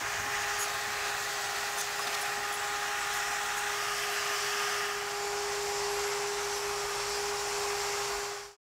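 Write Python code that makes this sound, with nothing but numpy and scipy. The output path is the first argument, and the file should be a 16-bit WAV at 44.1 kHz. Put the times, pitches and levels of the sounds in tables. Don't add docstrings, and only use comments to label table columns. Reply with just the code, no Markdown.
import sys
import numpy as np
from scipy import signal
from scipy.io import wavfile

SR = 44100
rng = np.random.default_rng(int(sys.argv[2]) if len(sys.argv) > 2 else 0)


def digitize_waveform(pressure):
    field = np.atleast_2d(pressure).T
    bounded = np.clip(field, -1, 1)
    quanta = np.round(bounded * 32767).astype(np.int16)
    wavfile.write(sys.argv[1], SR, quanta)


N = 380305
STEP = 40


def from_db(db):
    return 10 ** (np.asarray(db) / 20)


def rms_one(x):
    return x / np.sqrt(np.mean(x ** 2) + 1e-20)


def control_times():
    return np.arange(N // STEP + 1) * STEP / SR


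def in_time(rows):
    s, *columns = np.transpose(rows)
    return np.array([np.interp(control_times(), s, column) for column in columns])


def stretch(slow):
    return np.interp(np.arange(N) / STEP, np.arange(len(slow)), slow)


def drift(rate_hz):
    r = np.exp(-2 * np.pi * STEP * rate_hz / SR)
    noise = rng.standard_normal(N // STEP + 2001)
    settled = signal.lfilter([1], [1, -2 * r, r * r], noise)[2000:]
    return rms_one(settled)


def resonate(x, hz, width_hz):
    r = np.exp(-np.pi * width_hz / SR)
    return signal.lfilter([1, 0, -1], [1, -2 * r * np.cos(2 * np.pi * hz / SR), r * r], x)


def burst(start_s, length_s, edge_s):
    first, size = round(start_s * SR), round((length_s + edge_s) * SR)
    s = np.arange(size) / SR
    return slice(first, first + size), np.clip(np.minimum(s, s[::-1]) / edge_s, 0, 1)


def ragged(size, depth_db):
    knots = rng.normal(0, depth_db, size // 220 + 2)
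    return from_db(np.interp(np.arange(size) / 220, np.arange(len(knots)), knots))


def poses():
    # (start [s], length [s])
    turns = [(.6, .1), (2.3, .6), (3.65, 0.19), (4.9, 0.29)]
    s = control_times()
    done = [np.clip((s - start) / length, 0, 1) for start, length in turns]
    return -np.diff([np.ones_like(s), *done, np.zeros_like(s)], axis=0)


def coloured(sources, spectra, edges_hz, level_db, shared_db, own_db, own_rate_hz):
    centres = np.sqrt(edges_hz[1:] * edges_hz[:-1])
    power = []
    for spectrum in spectra:
        hz, db_per_hz = np.transpose(spectrum)
        density_db = np.interp(np.log(centres), np.log(hz), db_per_hz)
        power.append(from_db(2 * density_db) * centres)
    power = np.array(power)
    shares = (power / power.sum(axis=1, keepdims=True)).T @ poses()

    together_db = level_db + shared_db * drift(10)
    out = np.zeros(N)
    for k, share in enumerate(shares):
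        band_pass = signal.butter(2, edges_hz[k:k + 2], "band", fs=SR, output="sos")
        band = signal.sosfilt(band_pass, sources[k % 2])
        gain = np.sqrt(share) * from_db(together_db + own_db * drift(own_rate_hz))
        out += stretch(gain) * rms_one(band)
    return out


def wire_strikes(per_s, spread_db):
    sizes = from_db(spread_db * np.minimum(rng.exponential(1, (2, N)), 5))
    signs = rng.choice([-1, 1], (2, N))
    return sizes * signs * (rng.random((2, N)) < per_s / SR)


def rotor():
    # (time [s], turns [Hz], level of multiple 1 [dB], of multiple 2 [dB], of multiple 3 [dB])
    rotor_course = [(0.0, 409, -60, -47, -49), (0.05, 410.5, -49.5, -48, -49),
                    (0.45, 410.3, -49, -41.5, -46.5), (0.85, 411, -48.5, -48, -49),
                    (1.3, 407, -48.5, -45, -48), (1.5, 404.8, -50, -44, -63), (1.88, 409, -48, -47, -63),
                    (2.05, 408.5, -47.5, -43.5, -49), (2.8, 409.3, -48.5, -41, -44.5),
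                    (3.6, 410, -49, -42, -45), (3.76, 409.7, -44.5, -48.5, -44),
                    (4.3, 408.8, -43, -51.5, -43), (4.9, 409.2, -40.5, -50, -44),
                    (5.13, 406.8, -42, -47, -51), (5.25, 407.2, -37, -43.5, -55), (5.8, 407, -37, -43, -62),
                    (6.25, 407, -36.5, -46.5, -62), (6.9, 407, -39.5, -49, -47),
                    (7.25, 408.3, -37.5, -43, -63), (7.9, 406, -37, -46, -50),
                    (8.15, 406.5, -38.5, -45.5, -53)]
    turns_hz, *order_db = in_time(rotor_course)
    angle = 2 * np.pi * np.cumsum(stretch(turns_hz + 0.399 * drift(7.6))) / SR
    return angle, order_db


def whine(angle, order_db):
    fourth_db = [-52, -63, -52, -52, -57.5]
    # (start [s], length [s], depth [dB])
    dip = (4.375, 0.026, -10.5)
    fourth_waver_db = 3.0
    tones = []
    for k, db in enumerate([*order_db, fourth_db @ poses() + fourth_waver_db * drift(1.6)]):
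        gain = from_db(db + 0.52 * drift(15.56) + 0.8 * drift(3.5))
        tones.append(np.sqrt(2) * stretch(gain) * np.sin((k + 1) * angle))
    start, length, depth_db = dip
    span, shape = burst(start, length, edge_s=0.018)
    tones[0][span] *= from_db(depth_db * shape)
    return sum(tones)


def pressure():
    # (time [s], level [dB])
    pressure_course = [(0.0, -41.5), (0.5, -39.5), (0.79, -41), (1.7, -40), (1.97, -40.5), (2.2, -39.5),
                       (2.4, -42), (3.09, -40), (3.6, -40.5), (4.08, -38.5), (4.67, -38), (4.97, -42.5),
                       (5.47, -40), (6.17, -39.5), (6.92, -39.5), (7.56, -38), (8.08, -38.5), (8.15, -40)]
    return in_time(pressure_course)[0]


def growl(angle, hiss_db):
    # (frequency [Hz], level per Hz, relative [dB])
    growl_colours = [
        [(340, -24), (400, -16), (480, -20), (720, -6.5), (940, -8.5), (1100, -8), (1400, -5), (1890, -1.5),
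         (2190, -10.5), (2470, -9), (4000, -21), (4600, -34)],
        [(340, -24), (400, -14), (470, -18), (600, -11.5), (740, -4), (940, -10), (1400, -4), (1570, -6),
         (1880, -3), (2130, -11), (2470, -8.5), (3600, -20.5), (4600, -35)],
        [(340, -26), (400, -17), (470, -22), (600, -15.5), (740, -6.5), (940, -9.5), (1400, -3), (1570, -4.5),
         (1880, -2), (2130, -11.5), (2600, -8.5), (3600, -20.5), (4600, -37)],
        [(340, -22), (400, -14.5), (480, -21.5), (750, -3.5), (930, -11), (1100, -6), (1350, -2.5),
         (1500, -6.5), (1750, -3), (2360, -10), (2950, -6.5), (3610, -20), (4600, -34)],
        [(340, -19), (400, -13.5), (470, -12), (620, -11.5), (750, -5), (910, -5), (1100, -4.5), (1300, -6.5),
         (1690, -8.5), (2470, -10.5), (3750, -21), (4600, -35)],
    ]
    growl_levels = [-33.5, -35, -34.5, -34.5, -37]
    follows = 0.44
    level_db = growl_levels @ poses() + follows * (hiss_db - hiss_db.mean())
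    gears = rng.standard_normal((2, N)) * (1 + 0.22 * np.sin(angle))
    return coloured(gears, growl_colours, np.geomspace(340, 4600, num=26), level_db,
                    shared_db=0.52, own_db=1.0, own_rate_hz=3.4)


def hiss(hiss_db):
    # (frequency [Hz], level per Hz, relative [dB])
    hiss_colours = [
        [(2000, -33), (3400, -6), (3700, -8), (4710, -2), (6600, 1), (7460, -6), (9000, -12), (11700, -43),
         (19800, -120)],
        [(2000, -30), (3400, -1.5), (4890, -1), (5920, -2), (6740, -1), (7960, -6), (8540, -14), (9000, -9),
         (11700, -40), (19800, -120)],
        [(2000, -27), (3400, -0.5), (4170, -3), (4650, -7.5), (5750, 0), (6240, -2), (7550, -2.5),
         (9000, -10.5), (11700, -40), (19800, -120)],
        [(2000, -31), (3400, -3.5), (3830, -8.5), (4670, 0.5), (5320, 2), (7430, -5), (8060, -7.5), (9000, -11),
         (11700, -41), (19800, -120)],
        [(2000, -34), (3400, -8), (3780, -9), (4430, -2.5), (5610, 0), (6310, -3.5), (7460, -3.5),
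         (9000, -15.5), (11700, -34), (19800, -120)],
    ]
    strikes = wire_strikes(per_s=14000, spread_db=2.5)
    return coloured(strikes, hiss_colours, np.geomspace(3000, 10000, num=14), hiss_db,
                    shared_db=0.7, own_db=1.0, own_rate_hz=3.6)


def tips(hiss_db):
    # (frequency [Hz], level per Hz, relative [dB])
    tip_colours = [
        [(7000, -13), (8500, -3), (10000, -8), (13000, -7), (15000, -7), (16000, -11)],
        [(7000, -8), (8500, -4.5), (10000, -5), (13000, -5), (15000, -5), (16000, -9)],
        [(7000, -15), (8500, -7), (10000, -6), (13000, -7), (15000, -6), (16000, -11)],
        [(7000, -12), (8500, -7), (10000, -4), (12500, -8), (14000, -5), (16000, -12)],
        [(7000, -3), (8500, -5.5), (10000, -5), (13000, -10), (14500, -10.5), (16000, -18)],
    ]
    tip_levels = [-49.5, -48.5, -50, -50, -50.5]
    follows = 0.78
    level_db = tip_levels @ poses() + follows * (hiss_db - hiss_db.mean())
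    strikes = wire_strikes(per_s=14000, spread_db=3.5)
    return coloured(strikes, tip_colours, np.geomspace(7000, 16500, num=10), level_db,
                    shared_db=0.0, own_db=0.8, own_rate_hz=3)


def singing(hiss_db, count=50):
    mode_db = -26
    strikes = rng.laplace(size=N)
    out = np.zeros(N)
    for hz in np.geomspace(2100, 14000, count) * rng.uniform(0.97, 1.02, count):
        fall_db = 7 * np.log2(hz / 5000) ** 2 * (hz > 5000)
        lit = from_db(hiss_db + mode_db + 5 * drift(5) - fall_db)
        out += stretch(lit) * rms_one(resonate(strikes, hz, width_hz=30))
    return out


def rumble():
    # (frequency [Hz], level per Hz, relative [dB])
    rumble_colours = [
        [(20, -15), (42, -3), (75, -6), (100, 3), (130, -8)],
        [(20, -19), (42, -4), (60, -4), (85, -5), (130, -7)],
        [(20, -15), (42, -2), (60, -4), (85, -6), (130, -7)],
        [(20, -14), (45, -2), (75, -5), (100, -5), (130, -8)],
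        [(20, -21), (50, 4), (65, -1), (90, -8), (130, -16)],
    ]
    # (time [s], level [dB])
    rumble_course = [(0.0, -54), (1.0, -57.5), (1.72, -62), (2.74, -61), (3.6, -59), (4.9, -64), (5.1, -59),
                     (5.81, -56.5), (6.4, -61), (6.75, -57), (8.15, -56.5)]
    return coloured(rng.standard_normal((2, N)), rumble_colours, np.geomspace(20, 130, num=8),
                    in_time(rumble_course)[0], shared_db=0, own_db=0, own_rate_hz=1)


def yard():
    # (frequency [Hz], level per Hz, relative [dB])
    yard_colour = [(100, -2.5), (150, -3), (200, -3), (250, -3.5), (330, -3), (450, 0.5)]
    yard_db = -57
    return coloured(rng.standard_normal((2, N)), [yard_colour] * len(poses()),
                    np.geomspace(110, 450, num=8), yard_db, shared_db=0, own_db=0, own_rate_hz=1)


def hum():
    hum_levels = [-68, -65.5, -68, -66, -61.5]
    pitch_hz, waver_hz = 130.3, 4.0
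    angle = 2 * np.pi * np.cumsum(stretch(pitch_hz + waver_hz * drift(3))) / SR
    gain = from_db(hum_levels @ poses() + 2.0 * drift(5))
    return np.sqrt(2) * stretch(gain) * np.sin(angle)


def whistles():
    # (frequency [Hz], width of each resonance [Hz], then one level for each of the five poses [dB])
    whistle_table = [(1069, 28, -50.5, -53, -55, -58, -59), (1453, 25, -53, -54, -51, -64, -55.5),
                     (2445, 42, -56, -55.5, -57, -64, -66), (5480, 30, -72, -65, -68, -64, -57),
                     (7350, 25, -75, -75, -75, -70, -64), (7750, 60, -68, -59.5, -60, -59, -69),
                     (8900, 20, -80, -80, -78, -85, -74), (11285, 12, -82, -83, -80, -81, -76),
                     (12210, 15, -80, -84, -78, -81, -74), (12350, 15, -80, -85, -80, -80, -72)]
    pose, noise = poses(), rng.standard_normal(N)
    out = np.zeros(N)
    for hz, width_hz, *levels_db in whistle_table:
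        tone = resonate(resonate(noise, hz, width_hz), hz, width_hz)
        gain = (from_db(levels_db) @ pose) * from_db(2.0 * drift(2.5))
        out += stretch(gain) * rms_one(tone)
    return out


def knocks():
    # (time [s], level before decay and onset [dB], pitch [Hz], time to fall by 60 dB [s])
    knock_table = [(.01, -36, 330, .08), (0.179, -40.5, 100, 0.3), (.26, -39, 280, 0.09),
                   (.57, -41, 100, .15), (.87, -39, 220.4, 0.079), (1.992, -27, 1136, 0.06),
                   (2.07, -43, 250, 0.088), (2.37, -41, 240, 0.08)]
    rattle_width, rattle_db = 0.7, -3
    out = np.zeros(N)
    for start, peak_db, hz, t60 in knock_table:
        s = np.arange(round(t60 * SR)) / SR
        first = round(start * SR)
        tone = np.sin(2 * np.pi * hz * s)
        rattle = rms_one(resonate(rng.standard_normal(len(s)), hz, rattle_width * hz))
        onset = 1 - np.exp(-s * hz)
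        decay = from_db(peak_db - 60 * s / t60)
        out[first:first + len(s)] += decay * onset * (tone + from_db(rattle_db) * rattle)
    return out


def scrapes():
    # (start [s], length [s], level of the ringing part [dB], centre [Hz])
    scrape_table = [(0.584, 0.055, -45.5, 10000), (.735, .015, -53, 12000), (1.773, .04, -45, 8900),
                    (1.808, .008, -37, 6000), (1.989, .006, -44, 7000), (2.004, .03, -49, 4500),
                    (2.018, 0.0097, -53, 13500), (2.067, 0.013, -39, 3600), (2.125, .008, -41, 4500),
                    (2.14, 0.014, -39.5, 3960), (2.209, .018, -46, 10000), (2.522, .008, -43, 8000),
                    (2.535, .025, -52, 10500), (3.13, .05, -51, 11000), (3.565, .03, -46, 8990),
                    (4.019, .025, -53, 11000), (4.11, .025, -55, 11000)]
    # (frequency [Hz], width [Hz])
    steel_modes = [(3300, 120), (3700, 120), (4150, 120), (4600, 120), (5125, 120), (5800, 150),
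                   (6220, 120), (6804, 120), (7780, 150), (8310, 150), (9000, 150), (9400, 150),
                   (10250, 150), (11070, 150), (11650, 150), (12640, 150), (13500, 200), (14200, 200),
                   (15100, 200)]
    out = np.zeros(N)
    for start, length, level_db, centre_hz in scrape_table:
        span, shape = burst(start, length, edge_s=0.0045)
        slips = rng.laplace(size=len(shape)) * ragged(len(shape), depth_db=1.0)
        rings = np.zeros(len(shape))
        for own_db, (hz, width_hz) in zip(rng.normal(0, 2.5, len(steel_modes)), steel_modes):
            mode_gain = from_db(own_db - 15.0 * np.log2(hz / centre_hz) ** 2)
            rings += mode_gain * rms_one(resonate(slips, hz, width_hz))
        rasp = resonate(slips, centre_hz, 0.36 * centre_hz)
        out[span] += from_db(level_db) * shape * (rms_one(rings) + 0.74 * rms_one(rasp))
    return out


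def squeals():
    # (start [s], length [s], pitch [Hz], peak level of the steady tone [dB])
    squeal_table = [(0.59, 0.052, 6750, -37.5), (.59, .055, 9100, -56), (.585, 0.067, 10300, -50),
                    (0.592, .055, 11195, -46.5), (0.593, .055, 12640, -52), (.61, .035, 13500, -61),
                    (1.775, 0.041, 6200, -41), (1.775, .045, 9100, -48), (1.775, .04, 10310, -60),
                    (1.772, .04, 11070, -46), (1.4, .05, 7780, -48), (2.0, 0.045, 5125, -44),
                    (2.206, .025, 10180, -44), (2.21, .02, 11030, -54), (2.53, .03, 10250, -48),
                    (3.0, .03, 7800, -47), (3.565, .03, 6720, -44.5), (3.56, .05, 8350, -53),
                    (3.56, .05, 11650, -60), (3.88, .27, 11900, -56), (4.099, .06, 11640, -59),
                    (5.11, .17, 11690, -61), (5.87, .23, 11285, -55), (6.5, .1, 9920, -56),
                    (6.529, .17, 11340, -59), (7.451, .07, 8860, -54), (7.661, .16, 12390, -64)]
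    out = np.zeros(N)
    for start, length, hz, level_db in squeal_table:
        span, shape = burst(start, length, edge_s=0.004 + 0.18 * length)
        shake = resonate(rng.standard_normal(len(shape)), hz, width_hz=60)
        steady = np.sin(2 * np.pi * (hz * np.arange(len(shape)) / SR + rng.random()))
        tone = steady + 0.74 * rms_one(shake)
        out[span] += from_db(level_db) * shape * ragged(len(shape), depth_db=0.5) * tone
    return out


def scene():
    angle, order_db = rotor()
    hiss_db = pressure()
    drill = whine(angle, order_db) + growl(angle, hiss_db) + hum() + whistles()
    brush = hiss(hiss_db) + tips(hiss_db) + singing(hiss_db)
    surroundings = rumble() + yard()
    steel = knocks() + scrapes() + squeals()
    return np.tile(drill + brush + surroundings + steel, (2, 1))


def record(dry):
    fade_start_s, fade_end_s, fade_power = 8.2, 8.568, 1.1
    cutoff_hz = 15730
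    left = (fade_end_s - np.arange(N) / SR) / (fade_end_s - fade_start_s)
    faded = dry * np.clip(left, 0, 1) ** fade_power
    low_pass = signal.ellip(14, 0.5, 70, cutoff_hz, fs=SR, output="sos")
    return signal.sosfilt(low_pass, faded)


dry = scene()
out = record(dry)
digitize_waveform(out)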